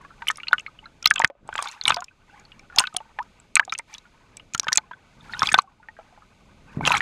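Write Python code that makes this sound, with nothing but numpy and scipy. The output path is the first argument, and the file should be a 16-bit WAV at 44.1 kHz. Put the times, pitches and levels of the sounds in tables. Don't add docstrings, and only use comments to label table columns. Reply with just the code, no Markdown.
import sys
import numpy as np
from scipy import signal
from scipy.fft import rfft, irfft, next_fast_len
from scipy.io import wavfile
from scipy.ndimage import uniform_filter1d, map_coordinates

SR = 44100
rng = np.random.default_rng(int(sys.argv[2]) if len(sys.argv) > 2 else 0)


def int16_out(signal):
    q = np.round(np.clip(np.atleast_2d(signal).T, -1, 1) * 32767)
    wavfile.write(sys.argv[1], SR, q.astype(np.int16))


def gain_from_decibels(decibels):
    exponent = np.asarray(decibels, float) / 20
    return 10 ** exponent


N = 309141

# centre_hz, width_hz, level_db
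CASE = [(155, 180, -3.5)]
# centre_hz, width_hz, level_db
SHELL = [(860, 170, -8.5), (1250, 60, 6), (1510, 47, 3.5), (2140, 520, -0.5), (3000, 1300, -6.5)]
# centre_hz, width_hz, level_db
LID = [(3570, 980, -5.5), (5570, 400, -1.5), (6500, 260, 0), (8700, 310, -6), (10527, 5900, -20)]


def unit(x):
    return x / np.sqrt(np.mean(x ** 2) + 1e-20)


def filtered(x, response):
    m = next_fast_len(N + SR // 2)
    return irfft(rfft(x, m) * response(np.fft.rfftfreq(m, 1 / SR)), m)[:N]


def coloured(x, points):
    f, db = np.transpose(points)
    return unit(filtered(x, lambda hz: gain_from_decibels(np.interp(np.log(hz + 1), np.log(f + 1), db))))


def resonant(x, modes):
    def response(f):
        total = 0
        for k, (centre, width, db) in enumerate(modes):
            mode = 1j * f * width / (centre * centre - f * f + 1j * f * width)
            total = total + (-1) ** k * gain_from_decibels(db) * mode
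        return total
    return filtered(x, response)


def wobble(rate):
    knots = rng.standard_normal(int(N * rate / SR) + 4)
    return map_coordinates(knots, [np.arange(N) * rate / SR])


def flutter(shape, size):
    once = uniform_filter1d(rng.standard_normal(shape), size)
    return unit(uniform_filter1d(once, size))


def humps(rows):
    t = np.arange(N) / SR
    total = np.zeros(N)
    for s, rise, fall, db in rows:
        total += db * np.clip(np.minimum(1 + (t - s) / rise, 1 - (t - s) / fall), 0, 1)
    return total


def placed(rows, s):
    at = np.round(s * SR).astype(int) + np.arange(rows.shape[1])
    return np.bincount(at.ravel(), rows.ravel(), N + rows.shape[1] + SR)[:N]


def bubbles(t, hz, t60, rise, attack):
    phase = 2 * np.pi * hz * t * (1 + rise * t / t60)
    return np.sin(phase) * gain_from_decibels(-60 * t / t60) * (1 - np.exp(-t / attack))


def grains(count, centre_hz, octaves, cycles, spread_db, size):
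    s, pitch, chance = rng.random((count, 3)).T[:, :, None]
    hz = np.clip(centre_hz * 2 ** (octaves * (2 * pitch - 1)), 100, 15000)
    rows = bubbles(np.arange(size) / SR, hz, cycles / hz, rise=0.21, attack=3.3 / hz)
    level = gain_from_decibels(-spread_db * np.log(chance + 0.01))
    return unit(placed(rows * level, s * N / SR))


def slosh():
    # freq_hz, density_db
    slosh_spectrum = [(12, -36.5), (20, -1), (70, -8), (210, -10), (328, -16.5), (700, -18.5), (910, -48),
                      (1540, -120)]
    # time_s, level_db
    bob = [(0, -56), (1.261, -56.5), (1.3, -78), (1.45, -53.5), (1.721, -65), (1.811, -67.5), (1.9, -43.5),
           (2.048, -66), (2.349, -58.5), (2.8, -55.5), (2.9, -62.5), (3.301, -56.5), (3.801, -61.5),
           (4.601, -55.5), (4.9, -60), (5.45, -48.5), (5.64, -63), (6.74, -52.5)]
    # peak_s, rise_s, fall_s, gain_db
    lurch = [
        (6.771, 0.031, 0.49, 21),
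    ]
    slosh_db = np.interp(np.arange(N) / SR, *np.transpose(bob)) + humps(lurch)
    swell = coloured(rng.standard_normal(N), slosh_spectrum)
    rocking = np.clip((slosh_db + 57.5) / 18, 0, 0.9)
    pushed = (1 - rocking) * swell + rocking * unit(resonant(swell, CASE))
    return gain_from_decibels(slosh_db - 0.5 + 0.83 * wobble(8.0)) * pushed


def gurgle(gurgle_db, grainy, surge):
    # freq_hz, density_db
    gurgle_spectrum = [(180, -37.5), (300, -11), (800, 3.5), (1530, 0), (2300, -8.5), (3630, -14),
                       (5850, -47), (9900, -120)]
    bed = coloured(rng.standard_normal(N), gurgle_spectrum)
    bed = unit(bed + 2.8 * resonant(bed, SHELL))
    drips = grains(count=2200, centre_hz=1400, octaves=0.91, cycles=60, spread_db=1.4, size=2200)
    drips = unit(drips + 0.39 * resonant(drips, SHELL))
    return gain_from_decibels(gurgle_db - 1.47 + 2.8 * surge) * ((1 - grainy) * bed + 1.5 * grainy * drips)


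def fizz(fizz_db, grainy, surge, wash_db, sealed_db):
    # freq_hz, density_db
    fizz_spectrum = [(1300, -27.5), (2300, -1.5), (3600, -6.5), (6500, -11.5), (9500, -17), (13800, -20.5),
                     (16000, -44)]
    hiss = coloured(rng.standard_normal(N), fizz_spectrum)
    hiss = unit(hiss + 0.55 * resonant(hiss, LID + SHELL))
    spits = grains(count=4000, centre_hz=5640, octaves=1.2, cycles=9, spread_db=4, size=400)
    spits = np.clip((wash_db - sealed_db) / 24, 0.2, 1) * spits
    unrest_db = 5.0 * np.clip(wash_db / 30, 0, 1) * (surge + wobble(76))
    return gain_from_decibels(fizz_db + 0.5 + unrest_db) * ((1 - grainy) * hiss + 0.6 * grainy * spits)


def water():
    # crest_s, rise_s, fall_s, over_calm_db, extra_spray_db
    surges = [(0, .1, 0.084, 12.5, -10), (.3, 0.43, 0.45, 6, 2), (1.25, 0.12, 0.062, 17, -19.5),
              (1.611, 0.22, 0.3, 20, -2), (1.899, 0.074, 0.1, 31.5, -1.5), (2.33, 0.094, 0.32, 6, 0),
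              (2.8, 0.078, 0.082, 28.5, -9), (3.94, 0.082, 0.043, 13.5, 5.5), (4.75, 0.25, 0.039, 12.5, -2),
              (5.451, 0.34, 0.34, 22, -0.5), (6.929, 0.27, 0.2, 37, -5.5)]
    # deepest_s, closing_s, draining_s, loss_db
    dunks = [
        (1.3, 0.037, 0.28, 27),
        (2.13, 0.22, 0.21, 6),
        (2.9, 0.066, 0.21, -2.5),
        (3.8, 0.4, 0.13, 5.5),
        (4.9, 0.18, 0.19, 3.5),
        (5.64, 0.04, 0.45, 12),
        (6.81, .12, 0.069, 7),
    ]
    calm_gurgle_db, calm_fizz_db = -61.5, -60.5
    gurgle_sealed = 0.49
    wash_db, sealed_db = humps(row[:4] for row in surges), humps(dunks)
    spray_db = humps((s, rise, fall, db) for s, rise, fall, _, db in surges)
    gurgle_db = calm_gurgle_db + wash_db - gurgle_sealed * sealed_db
    fizz_db = calm_fizz_db + wash_db + spray_db - sealed_db
    grainy = np.clip((gurgle_db + 78.5) / 34, 0.25, 0.65)
    surge = wobble(28)
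    moving = gurgle(gurgle_db, grainy, surge) + fizz(fizz_db, grainy, surge, wash_db, sealed_db)
    return slosh() + gain_from_decibels(0.8 * wobble(4.5)) * moving


def ringing(rows, cycles):
    s, db, hz = np.transpose(rows)[:, :, None]
    t = np.arange(SR // 14) / SR
    waver = 1 + 0.12 * flutter((len(s), len(t)), size=65)
    t60 = cycles / hz * (hz / 1500) ** 0.24
    ring = bubbles(t, hz, t60, rise=0.015, attack=3.3 / hz)
    ring = placed(gain_from_decibels(db + 7.0) * waver * ring, s)
    return ring + resonant(0.08 * ring, SHELL)


def froth():
    # start_s, peak_db, pitch_hz
    crowd = [(0.0117, -51, 1000), (0.381, -42, 2130), (0.4324, -36, 1390), (0.5095, -35, 1530),
             (0.524, -27, 3617), (0.6797, -36, 1250), (0.8567, -38.5, 4040), (1.0245, -37, 2420),
             (1.0259, -40, 1379), (1.0579, -16.5, 2804), (1.0724, -26.5, 2140), (1.576, -31, 1600),
             (1.6021, -32, 2350), (1.6122, -35, 3400), (1.6558, -36, 2210), (1.6863, -36, 2190),
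             (1.8243, -37, 3500), (1.8778, -15, 4050), (1.8778, -12.5, 2296), (1.9417, -31, 2173),
             (2.02, -42, 2240), (2.7631, -30.5, 771), (2.8182, -33.5, 2756), (2.9633, -30.5, 731),
             (2.9837, -36.5, 2900), (3.6272, -33, 1660), (4.536, -36.5, 2430), (4.6439, -35, 1566),
             (4.6686, -25, 1760), (4.7556, -37, 1395), (5.2084, -43.5, 3560), (5.325, -36, 4270),
             (5.34, -29, 3740), (5.3463, -27.5, 1450), (5.3666, -38, 3014), (5.3695, -33, 1480),
             (5.3934, -35, 3800), (5.3971, -34.5, 1630), (5.4624, -25, 3930), (5.5576, -37.5, 3273),
             (5.8857, -39.5, 870), (6.8109, -33.5, 2260), (6.8396, -26.5, 2200), (6.8425, -33, 840),
             (6.9049, -29, 2930), (6.9224, -25.5, 3980), (6.9383, -23, 4048), (6.9584, -28, 3875),
             (6.9659, -31, 3170), (6.9717, -29, 1100), (6.976, -26, 3359), (6.985, -32, 2270)]
    # start_s, peak_db, pitch_hz
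    pockets = [(0.0075, -45, 1095), (0.0496, -43, 1640), (1.114, -18, 1560), (0.2194, -30.5, 926),
               (0.2905, -22.5, 2150), (0.3558, -48, 2180), (0.4806, -45.5, 918), (0.8275, -45, 870),
               (0.8405, -44.5, 2120), (0.8608, -43, 1630), (1.1554, -31.5, 1186), (1.1772, -27, 2590),
               (1.3165, -55, 684), (1.5255, -41, 3240), (1.8637, -27.5, 1010), (1.9391, -34, 1011),
               (1.9841, -41, 3450), (1.9841, -34, 1540), (2.1104, -51.5, 1520), (1.203, -23, 880),
               (2.2961, -49.5, 1535), (2.3934, -47.5, 2325), (2.841, -24, 1480), (2.7997, -21, 1464),
               (2.8998, -54, 930), (2.926, -41.5, 1254), (3.0261, -54, 1444), (0.533, -23, 1200),
               (3.0537, -49.5, 893), (3.1974, -25, 957), (4.8169, -53.5, 2267), (4.8358, -48.5, 1046),
               (4.9316, -48, 3370), (5.2001, -49, 1257), (5.6398, -46, 771), (5.6746, -45, 1098),
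               (5.798, -49, 883), (5.991, -44.5, 1330), (3.003, -38, 900), (6.123, -49.5, 720),
               (6.8298, -29.5, 1521)]
    return ringing(crowd, cycles=48) + ringing(pockets, cycles=54)


def glides():
    # start_s, level_db, from_hz, to_hz, length_s
    closing = [
        (1.969, -24.5, 700, 770, 0.052),
        (3.187, -20.5, 824, 1470, 0.043),
        (3.596, -27, 916, 3000, 0.046),
        (4.717, -21, 950, 2385, 0.023),
    ]
    s, db, low_hz, high_hz, length = np.transpose(closing)[:, :, None]
    u = np.clip(np.arange(SR // 16) / SR / length, 0, 1)
    hz = low_hz * (high_hz / low_hz) ** (u ** 2)
    phase = 2 * np.pi * np.cumsum(hz, axis=1) / SR
    level = gain_from_decibels(db - 19 * u + 3.0 * wobble(120)[:u.shape[1]])
    return placed(level * np.sin(np.pi * u) ** 0.39 * np.sin(phase), s)


def droplets(rows, gain_db):
    s, db, hz = np.transpose(rows)[:, :, None]
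    t = np.arange(SR // 50) / SR
    noise = rng.standard_normal((2, len(s), len(t)))
    swell = gain_from_decibels(db + gain_db) * 0.64 * (1 - np.exp(-t / 0.00022)) * np.exp(-t / 0.0015)
    rough = 0.58 + 0.37 * unit(uniform_filter1d(noise[0], size=14, axis=1))
    ping = placed(swell * rough * np.sin(2 * np.pi * hz * t), s - 0.0005)
    patter = placed(gain_from_decibels(-0.5) * swell * noise[1], s - 0.0005)
    return ping + resonant(patter, LID)


def ticks():
    # start_s, level_db, pitch_hz
    single = [(0.2757, -29, 9653), (.2883, -27.5, 7760), (.3075, -29.5, 5650), (1.0274, -31, 5595),
              (1.0735, -13, 5178), (1.1948, -22, 7426), (1.2432, -33, 5004), (1.6255, -22, 8603),
              (1.8718, -29.5, 9670), (1.8806, -13.5, 8576), (1.8969, -26.5, 6550), (1.9441, -19.5, 4857),
              (2.7616, -26, 6620), (2.7868, -5.5, 5098), (2.7959, -9, 8526), (2.804, -21, 6626),
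              (2.9668, -13.5, 9337), (3.555, -8.5, 8257), (3.7881, -25, 8566), (4.548, -18, 6500),
              (4.5975, -10.5, 5835), (4.7294, -9, 5720), (4.7575, -19, 7960), (4.7751, -9, 7367),
              (5.3939, -22, 5364), (5.43, -21, 5514), (5.4715, -21, 4836), (5.5221, -23.5, 6486),
              (5.5301, -25, 8665), (6.8754, -21, 6084)]
    # start_s, level_db
    stray = [(1.214, -36), (2.942, -40), (0.3584, -39), (0.3725, -51), (0.608, -48.5), (1.139, -27.5),
             (1.1585, -32), (1.276, -42.5), (1.56, -33.5), (1.7145, -39), (1.838, -34), (2.006, -35),
             (2.0436, -34.5), (2.3976, -47), (2.594, -45.5), (3.2285, -46), (3.6507, -37.5),
             (3.7231, -29.5), (3.738, -32), (3.78, -32.5), (3.941, -34), (3.982, -37), (4.3694, -40),
             (4.537, -33.5), (4.579, -30), (4.644, -38), (5.5855, -22.5), (5.6195, -40.5), (6.86, -29.5),
             (6.9214, -34.5),
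             (1.4765, -47.5), (1.5406, -40.5), (1.5931, -41), (1.604, -44), (1.6452, -43.5), (1.6857, -36),
            (1.7214, -41), (3.573, -30.5), (3.731, -36.5), (4.543, -34), (4.6319, -39), (4.7218, -30.5),
            (4.7366, -29.5), (6.8987, -31), (6.9125, -35), (6.9716, -25.5), (6.9804, -28)]
    specks = stray
    octaves = 0.33 * rng.uniform(-1, 1, len(specks))
    specks = [(s, db, 6500 * 2 ** a) for (s, db), a in zip(specks, octaves)]
    return droplets(single + specks, 16.07)


def spray():
    # start_s, level_db, pitch_hz
    fine = [(0.2852, -21, 11410), (0.3104, -28, 6360), (0.3117, -28, 7780), (0.3712, -30.5, 9250),
            (0.5305, -29, 12200), (0.594, -33.5, 6430), (1.055, -32, 5340), (1.0589, -19.5, 6070),
            (1.1046, -21.5, 5440), (1.1042, -20, 8735), (1.1042, -27, 6533), (1.8938, -24, 7665),
            (1.962, -30.5, 4620), (2.0418, -32.5, 7240), (2.9635, -23, 4450), (3.5546, -13, 6700),
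            (3.7864, -23.5, 8236), (4.3689, -30, 7873), (4.751, -31, 6500), (4.7725, -7.5, 6494),
            (4.7771, -36, 12550), (5.5001, -34.5, 8520), (5.5186, -22.5, 6680), (6.873, -20.5, 9200),
            (6.873, -20.5, 7823), (6.9702, -30, 6370)]
    return droplets([(s + 0.0013, db, hz) for s, db, hz in fine], 13.0)


def shoves():
    # start_s, peak_db
    pushes = [(0.299, -44), (0.5292, -39.5), (1.0718, -40), (1.1082, -36), (1.1935, -44), (1.2441, -22),
              (1.43, -42), (1.452, -40), (1.8773, -32), (1.9213, -33), (1.9685, -46.5), (2.7612, -39),
              (2.7835, -32), (2.8033, -36.5), (2.9438, -38), (3.5677, -45), (4.5479, -27), (4.668, -40.5),
              (4.7174, -43.5), (4.7795, -36), (5.396, -46), (5.4305, -23), (5.4647, -35.5), (5.483, -39),
              (5.5254, -27.5), (5.5405, -30.5), (5.561, -35.5), (5.5824, -29.5), (6.7719, -17),
              (6.7925, -21), (6.81, -27), (6.8355, -19.5), (6.8553, -38), (6.8745, -24), (6.908, -45),
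              (6.9365, -36), (6.9528, -41), (6.9768, -29)]
    s, db = np.transpose(pushes)[:, :, None]
    u = np.arange(SR // 30) / SR / 0.00044
    return resonant(placed(gain_from_decibels(db + 16.5) * u * np.exp(-u), s), CASE)


def trapped():
    # start_s, peak_db, pitch_hz, t60_s
    blows = [(0.2836, -14, 3000, 0.028), (0.5304, -5.5, 1448, 0.041), (1.056, -18, 2748, .012),
             (1.058, -3.5, 4050, 0.018), (1.1101, 0, 1668, 0.011), (1.246, 5, 1783, 0.0047),
             (1.8543, -12, 3633, 0.014), (1.8981, -14.5, 2758, 0.018), (1.9005, -11, 3887, 0.0053),
             (1.9047, -9.5, 1250, 0.018), (1.92, -8.5, 2490, 0.013), (2.7845, -12, 3376, .03),
             (2.7914, -15, 2772, .036), (2.8706, -16.5, 3780, 0.012), (3.5658, -14.5, 1326, 0.016),
             (3.567, -2, 2300, 0.014), (3.5959, -2, 1636, 0.017), (4.6829, -9, 3115, 0.011),
             (4.78, -13.5, 4204, 0.013), (5.4202, -12.5, 1278, 0.043), (5.5424, -4, 775, 0.013),
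             (5.5411, -10.5, 1510, .066), (5.5432, -8.5, 3547, 0.019), (5.5869, -4.5, 1124, 0.025),
             (6.862, -10.5, 3120, 0.012), (6.875, -5.5, 862, 0.022), (6.876, -4, 2684, 0.016),
             (6.9189, -11.5, 2540, 0.013), (6.9408, -13, 1304, 0.032), (6.95, -14.5, 2185, 0.014)]
    # start_s, peak_db, pitch_hz
    free = [(.3008, -18, 1790), (.3009, -16.5, 1250), (.4331, -25, 2810), (.4827, -23.5, 4210),
            (.511, -35.5, 856), (.5813, -24, 2880), (1.071, -23.5, 3360), (1.1596, -23, 2640),
            (1.2003, -13.5, 896), (1.5893, -15.5, 1140), (1.8602, -26, 2260), (1.8781, -24, 3500),
            (1.88, -15, 2910), (1.919, -24, 1000), (2.7755, -23.5, 890), (2.7857, -8, 4290),
            (2.8018, -17, 1004), (3.1873, -28, 1020), (3.597, -21, 950), (3.7237, -22, 1304),
            (4.5482, -21, 1362), (4.7222, -23.5, 1780), (4.779, -23, 860), (5.4303, -15, 1110),
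            (5.4321, -22.5, 2134), (5.4892, -17, 2470), (5.5157, -15, 1735), (6.9058, -12, 978),
            (6.9446, -23, 3180), (6.95, -17, 1210)]
    # start_s, peak_db, pitch_hz
    choked = [(1.057, -22, 2234), (1.1076, -18.5, 2632), (1.16, -14, 3347), (1.1809, -18.5, 3120),
              (1.2191, -15.5, 1870), (1.247, -20, 3296), (1.6735, -21, 3550), (1.8123, -21.5, 4170),
              (1.8792, -15.5, 1320), (1.9074, -14.5, 3564), (2.839, -17, 1516), (2.9645, -21, 3275),
              (3.1889, -18.5, 1736), (3.5548, -18, 4070), (3.5557, -16, 2506), (3.5685, -20.5, 4080),
              (3.7245, -18, 2337), (4.5476, -26.5, 4100), (4.7795, -17.5, 2135), (4.781, -20.5, 3390),
              (5.4323, -18, 3650), (5.458, -23, 2360), (5.472, -18.5, 3400), (5.4887, -17.5, 4700),
              (5.5418, -14.5, 2467), (5.5932, -17.5, 4106), (6.8956, -20, 3680), (6.9222, -17, 1280),
              (6.9671, -16, 2260), (7.006, -12, 1849)]
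    # start_s, peak_db,
    # pitch_hz
    drops = [(0.2209, -24, 1530), (0.2704, -29, 2310), (0.4, -31.5, 2300), (0.483, -27, 2760),
             (.598, -30, 2650), (0.6639, -29, 2166), (1.0424, -25, 3080), (1.16, -28, 1535),
             (1.49, -25, 860), (1.528, -29.5, 1510), (1.5546, -11, 1450), (1.579, -11, 4350),
             (1.5789, -33, 3250), (1.624, -26, 1016), (1.6574, -28.5, 1144), (1.6886, -31, 4100),
             (1.9692, -11, 706), (2.0213, -33, 1020), (2.8528, -29, 2580), (2.946, -25.5, 735),
             (3.696, -27, 3773), (3.7509, -25, 2588), (3.794, -28, 2080), (4.5466, -22.5, 3030),
             (4.6689, -17, 910), (4.756, -27.5, 2440), (5.3358, -22.5, 1840), (5.3454, -40, 1390),
             (5.406, -34, 3450), (5.5794, -24.5, 4293),
             (.0485, -40.5, 1120), (.1048, -41.5, 1330), (.3836, -36, 1220), (.7888, -38, 2910),
            (.8571, -40.5, 1360), (1.3519, -55, 574), (2.0828, -42, 2500), (2.452, -44, 4340),
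            (2.5189, -41, 2830), (2.594, -44.5, 2310), (2.7247, -41.5, 1410), (3.0038, -33.5, 860),
            (3.7928, -31, 920), (3.929, -42, 2300), (3.9481, -32.5, 3380), (3.9809, -37, 3820),
            (4.0537, -49, 1430), (4.372, -43.5, 2310), (4.3969, -39, 2850), (4.632, -32.5, 1090),
            (4.9137, -36, 1594), (4.9339, -40.5, 1520), (5.2953, -37, 1400), (.671, -48, 4130),
            (5.8292, -48.5, 1438), (5.886, -34.5, 1850), (5.989, -37, 649), (6.2215, -47.5, 1250),
            (6.8088, -23.5, 860),
             (0.47, -28.5, 2500), (.536, -47, 790), (1.1, -37, 3300), (1.9, -42, 1100),
               (1.173, -33, 1055), (1.238, -16.5, 830), (1.3, -27.5, 554), (1.968, -22, 926),
               (2.7, -43, 1450), (3.678, -33, 750), (3.4, -45, 7630), (4.9112, -31, 976),
               (5.5795, -22.5, 787), (7.9, -30, 1700), (1.99, -36, 1130), (5.967, -46.5, 1600),
               (6.853, -12, 3100), (6.1752, -48.5, 840), (5.995, -43.5, 770), (2.021, -29, 1400),
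               (6.887, -24, 900)]
    rows = list(blows)
    for table, t60 in ((free, 0.044), (choked, 0.021)):
        rows += [(s, db, hz, t60 * (1000 / hz) ** 0.36) for s, db, hz in table]
    shed_s, shed_db = 0.025, -36
    shed = []
    for (s, db, *_), (a, b, c) in zip(2 * blows, rng.random((2 * len(blows), 3))):
        shed.append((s + shed_s * a, min(db, -12) + shed_db - 12 * b, 800 * 2 ** (2.7 * c)))
    for s, db, hz in drops + shed:
        rows.append((s, db, hz, (0.03 - 0.0019 * (db + 25.0)) * (1000 / hz) ** 0.28))
    return rows


def slaps():
    s, db, hz, t60 = np.transpose(trapped())[:, :, None]
    t = np.arange(SR // 14) / SR
    rough = 1 + 0.53 * flutter((len(s), len(t)), size=45)
    ring = bubbles(t, hz, np.minimum(t60, 95 / hz), rise=0.024, attack=0.0002)
    ring = placed(gain_from_decibels(db + 4.0) * rough * ring, s)
    burst = rng.standard_normal((len(s), len(t))) * gain_from_decibels(db + rng.normal(0, 3, db.shape))
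    splat = placed(gain_from_decibels(4.0) * (hz / 2000) ** 0.3 * burst * t / 0.00078 * np.exp(-t / 0.0013), s)
    crack = placed(gain_from_decibels(-16.0) * (hz / 2600) ** 2 * burst * t / 0.00085 * np.exp(-t / 0.00099), s)
    shove = resonant(resonant(gain_from_decibels(-8.5) * splat, CASE), CASE)
    shell = ring + resonant(0.062 * ring + splat, SHELL)
    shell = filtered(shell, lambda f: (1j * f / (450 + 1j * f)) ** 2)
    return shell + resonant(crack, LID) + shove


def scene():
    return (water() + froth() + glides() + ticks() + spray() + shoves() + slaps())[None]


def band_limit(x):
    return signal.sosfilt(signal.butter(12, 16500, fs=SR, output="sos"), x)


def record(dry):
    dull = filtered(dry[0], lambda hz: 1 / (1 + (hz / 11000) ** 5))[None]
    clipped = dull / (1 + np.abs(dull / 0.98) ** 6) ** (1 / 6)
    return band_limit(clipped)


dry = scene()
out = record(dry)
int16_out(out)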